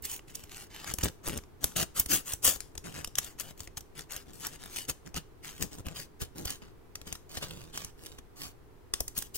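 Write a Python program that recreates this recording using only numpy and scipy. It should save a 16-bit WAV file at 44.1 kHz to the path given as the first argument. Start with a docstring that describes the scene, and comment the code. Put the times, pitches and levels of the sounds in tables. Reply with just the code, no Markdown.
"""Two large pairs of scissors are worked against each other close to a stereo microphone in a small room.
From the start steel edges slide with a gritty stick-slip rasp and tick as they meet; the loudest come near 2 s.
Each stroke or blow rings the blades, knocks in the plastic handles and jolts the hands. From 4.2 to 6.9 s the
hands move round to the front; hard snips return near 9 s. Short echo and low rumble throughout."""
import sys
import numpy as np
from scipy import signal
from scipy.fft import rfft, irfft
from scipy.io import wavfile

SR = 44100
rng = np.random.default_rng(int(sys.argv[2]) if len(sys.argv) > 2 else 0)


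def log_audio(samples):
    """Write samples as a 16-bit WAV file to the path given in sys.argv[1]."""
    # one column per channel
    frames = np.atleast_2d(samples).T
    # limit to full scale, then quantise
    limited = np.clip(frames, -1, 1)
    pcm = np.round(limited * 32767).astype(np.int16)
    wavfile.write(sys.argv[1], SR, pcm)


N = 413216
SIZE = 12288  # samples per event
T = np.arange(SIZE) / SR
HZ = np.arange(SIZE // 2 + 1) * SR / SIZE

# slides of steel on steel: (start [s], swell [s], hold [s], fade [s], blade level [dB],
# tilt [dB/octave above 1200 Hz], handle level [dB])
STROKES = [(0.028, 0.019, .008, 0.042, -34.5, 2.5, -52), (0.069, 0.029, .045, .045, -36.5, 3, -56),
           (.275, 0.023, .008, .025, -51.5, 0, -58), (.333, 0.0093, .06, 0.09, -51.5, 0, -58),
           (0.493, 0.033, .11, 0.035, -47, -0.6, -59), (.70, 0.048, .11, 0.026, -47, -3.5, -59),
           (0.859, 0.016, .04, 0.023, -39, -2.5, -45.5), (0.995, 0.02, 0.0052, .008, -39.5, -1, -51),
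           (1.028, 0.0042, .022, 0.044, -33.5, -2.1, -31.5), (1.238, 0.027, 0.0088, .006, -38.5, -1.5, -46),
           (1.282, 0.0082, 0.085, .015, -43, -1, -38.5), (1.608, 0.027, 0.0081, 0.027, -38, -0.5, -41.5),
           (1.66, 0.0036, 0.017, 0.11, -53, -1, -52), (1.757, 0.0053, .07, 0.016, -28, 1, -36),
           (1.949, 0.02, .04, 0.028, -33, 1, -47.5), (2.087, 0.026, 0.03, 0.066, -22, 2, -34),
           (2.249, 0.026, .05, 0.034, -36, 1.5, -56), (2.426, .024, 0.033, 0.08, -19, 3.5, -36.5),
           (2.84, 0.016, .01, 0.076, -44, -2, -42.5), (2.93, 0.029, .03, .06, -43, -2.5, -43),
           (3.17, .012, 0.0055, 0.018, -36.5, -0.5, -42.5), (3.215, 0.0083, 0.052, 0.057, -46.5, -1, -55.5),
           (3.382, 0.019, .015, .012, -40, -1.2, -56), (3.431, 0.011, .07, .01, -50.5, -1.5, -52.5),
           (3.571, 0.0068, .06, 0.037, -51.5, 1.5, -58), (3.768, 0.0063, .003, 0.013, -33.5, 1.5, -44.5),
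           (3.952, 0.033, .01, 0.046, -42, -1.5, -49.5), (4.093, .015, 0.057, 0.065, -43, -2, -56),
           (4.26, 0.027, .015, 0.023, -57.5, -2.5, -52.5), (4.325, .015, 0.076, .02, -49, 2, -57),
           (4.407, 0.037, .015, 0.036, -38, -1.6, -49.5), (4.495, 0.033, .03, 0.02, -49.5, -3, -54.5),
           (4.588, 0.027, .03, 0.15, -47, -2, -52.5), (4.70, 0.062, 0.044, .05, -37, 0, -53.5),
           (4.88, .012, .008, 0.018, -28.5, 0.5, -38), (5.05, 0.0081, .015, 0.03, -52, -3.5, -46),
           (5.149, 0.014, 0.0093, 0.031, -34.5, -2.5, -38), (5.428, .015, 0.061, 0.032, -44.5, -1.5, -54),
           (5.52, 0.011, 0.068, .01, -52.5, -1.5, -59.5), (5.595, .02, .012, 0.045, -36.5, 0.5, -36.5),
           (5.71, 0.012, 0.027, 0.027, -49, 0, -49), (5.774, 0.023, 0.0052, 0.01, -49, -0.5, -42),
           (5.848, 0.014, .005, 0.078, -44.5, -3, -42.5), (5.944, 0.021, .04, 0.048, -40.5, -1, -50),
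           (6.201, .012, .012, 0.034, -38, -0.5, -39.5), (6.351, 0.0075, .06, 0.034, -46.5, 1, -43.5),
           (6.44, 0.039, .04, 0.056, -39, -1.5, -47.5), (6.615, 0.0055, .005, 0.077, -55, -5.5, -50),
           (7.054, .015, .012, 0.056, -45.5, -2.5, -48), (7.293, .07, .02, 0.026, -42, -0.5, -47),
           (7.408, .018, .01, 0.038, -36.5, -3.5, -41.5), (7.466, 0.016, .15, 0.083, -50.5, -3, -49.5),
           (7.728, 0.011, .05, 0.11, -43, -2, -52), (7.979, 0.054, .04, 0.11, -51, -1.5, -54.5),
           (8.36, 0.053, .055, 0.043, -43, -0.9, -49.5), (9.151, 0.02, .012, 0.084, -37.5, 1, -52.5),
           (9.341, 0.013, .012, .02, -33, 4.5, -56)]
# broad response of the plastic handles: (frequency [Hz], level [dB])
HANDLE_RESPONSE = [(25, -13.5), (65, 11.5), (110, 4.5), (180, 1), (300, -1), (480, -5), (700, -7.5),
                   (1200, -14), (2500, -27), (8000, -57)]


def undb(db):
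    """Decibels to gain."""
    return 10 ** (np.asarray(db) / 20)


def unit(x):
    """Scale to a mean energy of one per channel."""
    return x / np.sqrt(np.sum(x ** 2) / len(np.atleast_2d(x)) + 1e-18)


def contour(points, hz):
    """Decibels of a spectrum, joined on a log-frequency axis."""
    f, db = np.transpose(points)
    return np.interp(np.log(hz + 1), np.log(f), db)


def causal(db):
    """Minimum-phase response with the given gains: it rings only after the blow."""
    cepstrum = irfft(np.log(undb(db)))
    cepstrum[1:SIZE // 2] *= 2
    cepstrum[SIZE // 2 + 1:] = 0
    return np.exp(rfft(cepstrum))


def add(out, start_s, sound, pan_db):
    """Mix a sound in at its time, panned at constant energy."""
    i = max(int(start_s * SR), 0)
    gains = np.sqrt(2) * unit(undb(np.array([pan_db, -pan_db]) / 2))
    out[:, i:i + SIZE] += (gains[:, None] * sound)[:, :N - i]


def room_tone(level_db=-56, side_db=-3, unrelated_hz=900):
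    """A steady low rumble, like a distant fan, under faint hiss that is unrelated left and right."""
    # spectrum of the rumble and hiss: (frequency [Hz], level [dB])
    tone_spectrum = [(25, 1.5), (50, -3), (110, -3), (200, -13), (420, -6.5), (550, -19), (750, -19),
                     (980, -20), (1500, -25), (3000, -33.5), (7000, -40), (15000, -39.5)]
    hz = np.arange(N // 2 + 1) * SR / N
    mid, side = rfft(rng.standard_normal((2, N))) * undb(contour(tone_spectrum, hz))
    # left and right share more of the lows
    side = irfft(side * undb(side_db / (1 + hz / unrelated_hz)), N)
    mid = irfft(mid, N)
    return undb(level_db) * (mid + np.array([side, -side])) / mid.std()


def room(dry, early_db=-19, late_db=-21, t60_s=0.41, dull_hz=7000):
    """Chest and desk reflect at once; the walls follow, longer and duller."""
    early = unit(rng.standard_normal((2, SIZE)) * np.exp(-T / .018) * (T > .003))
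    late = unit(rng.standard_normal((2, SIZE)) * np.exp(-np.log(1000) * T / t60_s) * (T > .008))
    late = signal.sosfilt(signal.butter(1, dull_hz, fs=SR, output="sos"), late)
    echo = undb(early_db) * early + undb(late_db) * late
    return signal.fftconvolve(dry, echo, axes=1)[:, :N]


def place(time_s):
    """Pan, free-length resonance and its lift where the blades cross at this moment."""
    # crossing point: (time [s], left minus right [dB], resonance of the free blade length [Hz], its lift [dB])
    crossings = [(0, -1, 2160, 5), (.8, 1, 1830, 3), (1.05, 2, 1250, 3), (2.5, 3.5, 1250, 5),
                 (2.9, 2.5, 1400, 2.5), (4.3, 3.5, 1510, 1), (4.8, 2.5, 4270, -1.5), (6.3, 1, 4150, 2),
                 (8.1, -1.5, 4300, 2), (9.37, 4.5, 5120, 4)]
    times, *columns = np.transpose(crossings)
    return [np.interp(time_s, times, column) for column in columns]


def at_capsules(spectrum, start_s, scatter_db, scatter_s):
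    """Blades radiate from both faces, so the capsules are out of phase, differently as the hands move to the front."""
    # phase by which the left capsule leads: (frequency [Hz], blades above the microphone [rad],
    # blades in front of it [rad])
    capsule_lead = [(60.5, 0.52, 1.4), (200, 1.6, 1.45), (1000, 1.2, 1.54), (3000, 0.49, 2.18),
                    (4260, 1.7, 2.3), (7000, 1.1, 2.3), (9900, 2.37, 2.2), (12000, 1.72, 1.6),
                    (15050, 2.3, 0.81)]
    hz, above, front = np.transpose(capsule_lead)
    forward = np.interp(start_s, [4.2, 6.9], [0, 1])
    lead = np.interp(HZ, hz, above + forward * (front - above))
    direct = np.exp(1j * np.array([[.5], [-.5]]) * lead)
    # short bending waves run up and down the steel and reach each capsule differently
    scatter = rfft(unit(rng.standard_normal((2, SIZE)) * np.exp(-T / scatter_s)))
    scatter *= np.sqrt((HZ + 200) / (HZ + 3000))
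    return unit(irfft(spectrum * (direct + undb(scatter_db) * scatter)))


def blades(colour, tilt_db, ring_db, free_hz=3000, free_db=0):
    """The steel's frequency response: broad colour, one region lifted by the free length, and ringing modes."""
    # ringing modes: (frequency [Hz], width [Hz], level over the broad response before ring_db [dB])
    blade_modes = [(1190, 70, -1), (2980, 150, -1), (4700, 45, 1), (6040, 80, -5), (6640, 65, 9),
                   (8290, 120, -4), (11090, 90, 2), (13100, 110, 0), (14510, 40, 1), (15730, 40, -4)]
    free = free_db * np.exp(-(np.log2((HZ + 1) / free_hz) / 0.49) ** 2)
    tilt = tilt_db * np.log2(np.maximum(HZ, 1200) / 1200)
    broad = causal(contour(colour, HZ) + tilt + free)
    modes = sum(undb(ring_db + db) / (1 + 2j * (HZ - hz) / width) for hz, width, db in blade_modes)
    return broad * (1 + modes)


def stray_ticks(level_db=-2, spread_db=4.5, thump_db=-7.5, chatter_ms=.9):
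    """Somewhere in each slide's hold the edges skip and tick; rows as in snips."""
    ticks = []
    for start, swell_s, hold_s, _, blade_db, tilt_db, handle_db in STROKES:
        when, size = rng.random(2)
        time = start + swell_s + when * hold_s
        tick_db = blade_db + level_db + spread_db * (2 * size - 1)
        ticks.append((time, tick_db, chatter_ms, tilt_db, place(time)[0], handle_db + thump_db))
    return ticks


def snipping(thump_hz=66, thump_s=.008, knock_db=-3, knock_s=0.0048, skid_db=-28, skid_s=0.037):
    """Edges run up, collide in a brief chatter and skid on; the blow knocks the handles and jolts the hands."""
    # blades meeting or snapping shut: (time [s], level over 5 ms [dB], chatter decay [ms],
    # tilt [dB/octave above 1200 Hz], left minus right [dB], thump level over 20 ms [dB])
    snips = [(0.0243, -33, 1.4, 17, -17, -54), (.056, -34, 2.5, 6, -9, -63),
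             (0.1935, -46.5, 1.1, -9, 1, -69), (0.354, -32, 2.2, 4.5, -5, -68),
             (0.4382, -45, 0.6, -0.5, 1, -51), (0.9389, -26.5, 0.78, 5.5, 3.5, -39.5),
             (0.9863, -30.5, 0.64, -1.5, -2, -39), (1.0356, -23, 2.2, 2.5, -5, -29.5),
             (1.045, -23, 0.87, 11, 23, -59), (1.277, -28.5, 0.45, 3.5, 0, -37), (1.285, -29, 1, 5, 1, -38),
             (1.376, -32.5, 1.2, 3, 2, -40), (1.3878, -44.5, 1, -6.5, 0, -43.5),
             (1.4375, -52.5, 1.3, -6.4, 3, -73), (1.6425, -18, .5, 4, 2.5, -34),
             (1.998, -10.5, 3.2, 12.5, -1.5, -38.5), (2.0613, -32, 1.4, 0.5, 0, -41),
             (2.3357, -23.5, 1.5, 6.5, 0, -41.5), (2.4502, -10, 2.6, 13, -1, -72),
             (2.5598, -37.5, 1.6, 2.5, 3, -44.5), (2.6053, -32.5, 0.35, -.8, 6, -52),
             (2.754, -45, 1.4, -2.5, 7, -48), (2.7786, -34, 1.1, 1, 2.5, -45),
             (3.0461, -29.5, 1.1, -.5, 0, -50.5), (3.0748, -38.5, 1.1, 1, 6, -49),
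             (3.155, -30, 0.62, .5, 3, -61), (3.1859, -19, 1.9, 1, 2, -59), (3.2457, -36, 2, 2.5, 3.5, -63),
             (3.399, -29, 0.76, 5.5, 16, -56), (3.409, -31, 0.51, 7, 5, -64),
             (3.605, -35.5, 0.66, 1, 2.5, -44.5), (3.6746, -43, 1, -5, 2, -50),
             (3.8081, -43.5, .9, 3, -1, -54), (4.1217, -32, 1.1, 6.5, 11, -65),
             (4.1639, -33, 0.9, 5, 2, -48.5), (4.4689, -29, 0.8, 4, 1, -46.5), (5.1439, -38, 1, -3, 2, -43),
             (5.625, -24.5, .7, 2, 8, -48), (5.868, -41.5, 1.3, 2, 0, -37.5),
             (6.2196, -34.5, 2.3, 0, 0, -36.5), (6.4551, -29.5, 1.9, 3, 2, -37.5),
             (6.5049, -29, 1.1, 3, -1, -58), (6.9557, -34.5, 0.96, -2, 1.5, -62),
             (7.0157, -44.5, 0.74, -2.5, -1, -51), (7.1268, -30.5, 0.54, -1.5, 2.5, -46),
             (7.1541, -40, 2.3, -2, 1, -61), (7.373, -33, 2.4, -5, 1, -40),
             (7.7761, -30.5, 1.5, -1.5, 3, -62), (7.8478, -33.5, .9, 2, .5, -47),
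             (8.0662, -41, 1.5, -2, -1, -58), (8.1874, -44, 3.4, -4, 1.5, -48),
             (8.9385, -22, 0.91, -1.5, 2.5, -44.5), (9.0057, -23, 0.97, 4.5, 2, -35),
             (9.081, -31.5, 1.2, 2.2, -1, -47.5), (9.1787, -20.5, 1.6, 11.5, 17, -43),
             (9.188, -24, 0.86, 9.5, -11, -47), (9.2243, -33, 1.6, 0, -2, -59)]
    # broad response of the colliding blades: (frequency [Hz], level [dB])
    snip_colour = [(150, -11), (600, -6), (1200, -5), (2200, -3), (3200, 0.5), (4200, -4), (5800, 3.5),
                   (7500, 1), (10000, -1), (15000, -6)]
    out, handle = np.zeros((2, N)), causal(contour(HANDLE_RESPONSE, HZ))
    since = T - .01  # seconds from the collision
    before, after = np.maximum(-since, 0), np.maximum(since, 0)
    for time, tick_db, chatter_ms, tilt_db, pan_db, jolt_db in list(snips) + stray_ticks():
        # the run-up rises in 0.88 of the decay time
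        collision = np.exp(-1000 * (before / 0.88 + after) / max(chatter_ms, .2))
        skid = undb(skid_db) * (since > 0) * np.exp(-after / skid_s)
        force = rng.standard_normal(SIZE) * (collision + skid)
        steel = blades(snip_colour, tilt_db, ring_db=-27)
        tick = at_capsules(rfft(force) * steel, time, scatter_db=-0.5, scatter_s=0.0026)

        jolt_hz = thump_hz * np.exp(0.12 * rng.standard_normal())
        jolt = unit(np.sin(2 * np.pi * jolt_hz * after) * np.exp(-after / thump_s))
        blow = rng.standard_normal(SIZE) * (since > 0) * np.exp(-after / knock_s)
        knock = unit(irfft(handle * rfft(blow)))
        body = at_capsules(rfft(jolt + undb(knock_db) * knock), time, scatter_db=-2, scatter_s=0.0044)

        # unit energy to level over 5 ms and 20 ms
        sound = undb(tick_db) * np.sqrt(.005 * SR) * tick
        sound += undb(jolt_db) * np.sqrt(.02 * SR) * body
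        add(out, time + since[0], sound, pan_db)
    return out


def slips(rate_hz=160, slip_s=0.0015, uneven_db=3):
    """Stick-slip: the edge catches and lets go in a nearly regular sawtooth of speed."""
    chance = rng.standard_normal((120, 2))
    times = np.r_[0, np.cumsum(np.exp(.16 * chance[1:, 0]) / rate_hz)]
    last = np.searchsorted(times, T, side="right") - 1
    speed = np.exp(-(T - times[last]) / slip_s) * undb(uneven_db * chance[last, 1])
    return speed / np.sqrt(np.mean(speed ** 2))


def nicks(per_s=110, nick_db=5, nick_s=0.00059):
    """Now and then the edge catches on a nick: a short surge of friction."""
    surge = undb(nick_db * np.minimum(rng.exponential(size=SIZE), 3))
    catches = (rng.random(SIZE) < per_s / SR) * surge
    return 1 + signal.lfilter([1], [1, -np.exp(-1 / (nick_s * SR))], catches)


def along_edge(force, progress, response, start_s, count=4):
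    """The contact travels along the edge, and each stretch of steel scatters its waves in its own way."""
    out = 0
    for stretch in range(count):
        share = np.sqrt(np.maximum(1 - abs(progress * (count - 1) - stretch), 0))
        local = force * share
        sound = at_capsules(rfft(local) * response, start_s, scatter_db=4, scatter_s=0.0027)
        out = out + np.linalg.norm(local) * sound
    return unit(out)


def sliding(grain_db=3, bite_s=0.0032, release_s=0.0097, ring_per_db=0.5, rub=0.65, hand_db=-11):
    """Each stroke drags the edge over tiny burrs; harder strokes ring more, and the slips drum in the handles."""
    # broad response of the sliding blades: (frequency [Hz], level [dB])
    slide_colour = [(150, -17.5), (600, -5.5), (1100, -3), (1700, 0), (2300, -2), (2900, 1.5), (4100, -1),
                    (5400, 0), (7000, 1), (9500, -0.5), (12000, -4), (15000, -2.5)]
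    out, handle = np.zeros((2, N)), causal(contour(HANDLE_RESPONSE, HZ))
    hand = causal(contour([(20, -10.5), (65, -2.5), (110, -1), (200, -20.5), (800, -46.5)], HZ))
    since = T - .02  # seconds from the start of the stroke
    for start, swell_s, hold_s, fade_s, blade_db, tilt_db, handle_db in STROKES:
        length_s = swell_s + hold_s + fade_s
        pan_db, free_hz, free_db = place(start)
        # stick-slip depth 0-1, deeper as the handles outweigh the blades
        judder = np.clip(0.5 + 0.03 * (handle_db - blade_db), 0, 1)

        # slides harder than -40 dB rise and fall further
        deeper_db = .35 * (blade_db + 40)
        corners_s = [0, swell_s, swell_s + hold_s, length_s]
        pressure = undb(np.interp(since, corners_s, [-13 - deeper_db, 0, 0, -15.5 - deeper_db]))
        # the edges touch lightly just before they bite and just after they let go
        pressure *= np.exp(-np.maximum(-since, 0) / bite_s - np.maximum(since - length_s, 0) / release_s)
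        grip = pressure ** 0.85  # the handles drum on as a slide dies away

        speed = slips()
        burrs = rng.standard_normal(SIZE) * undb(grain_db * np.minimum(rng.exponential(size=SIZE), 6))
        # a light touch catches on single nicks; a hard, fast stroke runs them together
        catching = nicks() ** np.interp(blade_db, [-45, -22], [1.25, .8])
        force = pressure * burrs * catching * (1 - judder + judder * speed)
        ring_db = np.clip(ring_per_db * (blade_db + 25), -14, 1)
        response = blades(slide_colour, tilt_db, ring_db, free_hz, free_db)
        steel = along_edge(force, np.clip(since / length_s, 0, 1), response, start)

        rubbing = rub * (1 - judder / 2) * rng.standard_normal(SIZE)
        push = grip * (judder * (speed - speed.mean()) + rubbing)
        # a handle radiates the sudden changes of the push: high-pass near 250 Hz
        push = signal.lfilter([1, -1], [1, -np.exp(-2 * np.pi * 250 / SR)], push)
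        plastic = at_capsules(rfft(push) * handle, start, scatter_db=6, scatter_s=0.0037)
        tremor = rfft(grip * rng.standard_normal(SIZE))
        rumble = at_capsules(tremor * hand, start, scatter_db=0.5, scatter_s=.004)

        sound = undb(blade_db) * steel + undb(handle_db) * (plastic + undb(hand_db) * rumble)
        add(out, start + since[0], np.linalg.norm(pressure) * sound, pan_db)
    return out


def scene():
    """Slides and snips in the room."""
    scissors = sliding() + snipping()
    return scissors + room(scissors) + room_tone()


def record(dry, top_hz=15800):
    """The recorder cuts the highest treble."""
    return signal.sosfilt(signal.ellip(10, .2, 70, top_hz, fs=SR, output="sos"), dry)


dry = scene()
out = record(dry)
log_audio(out)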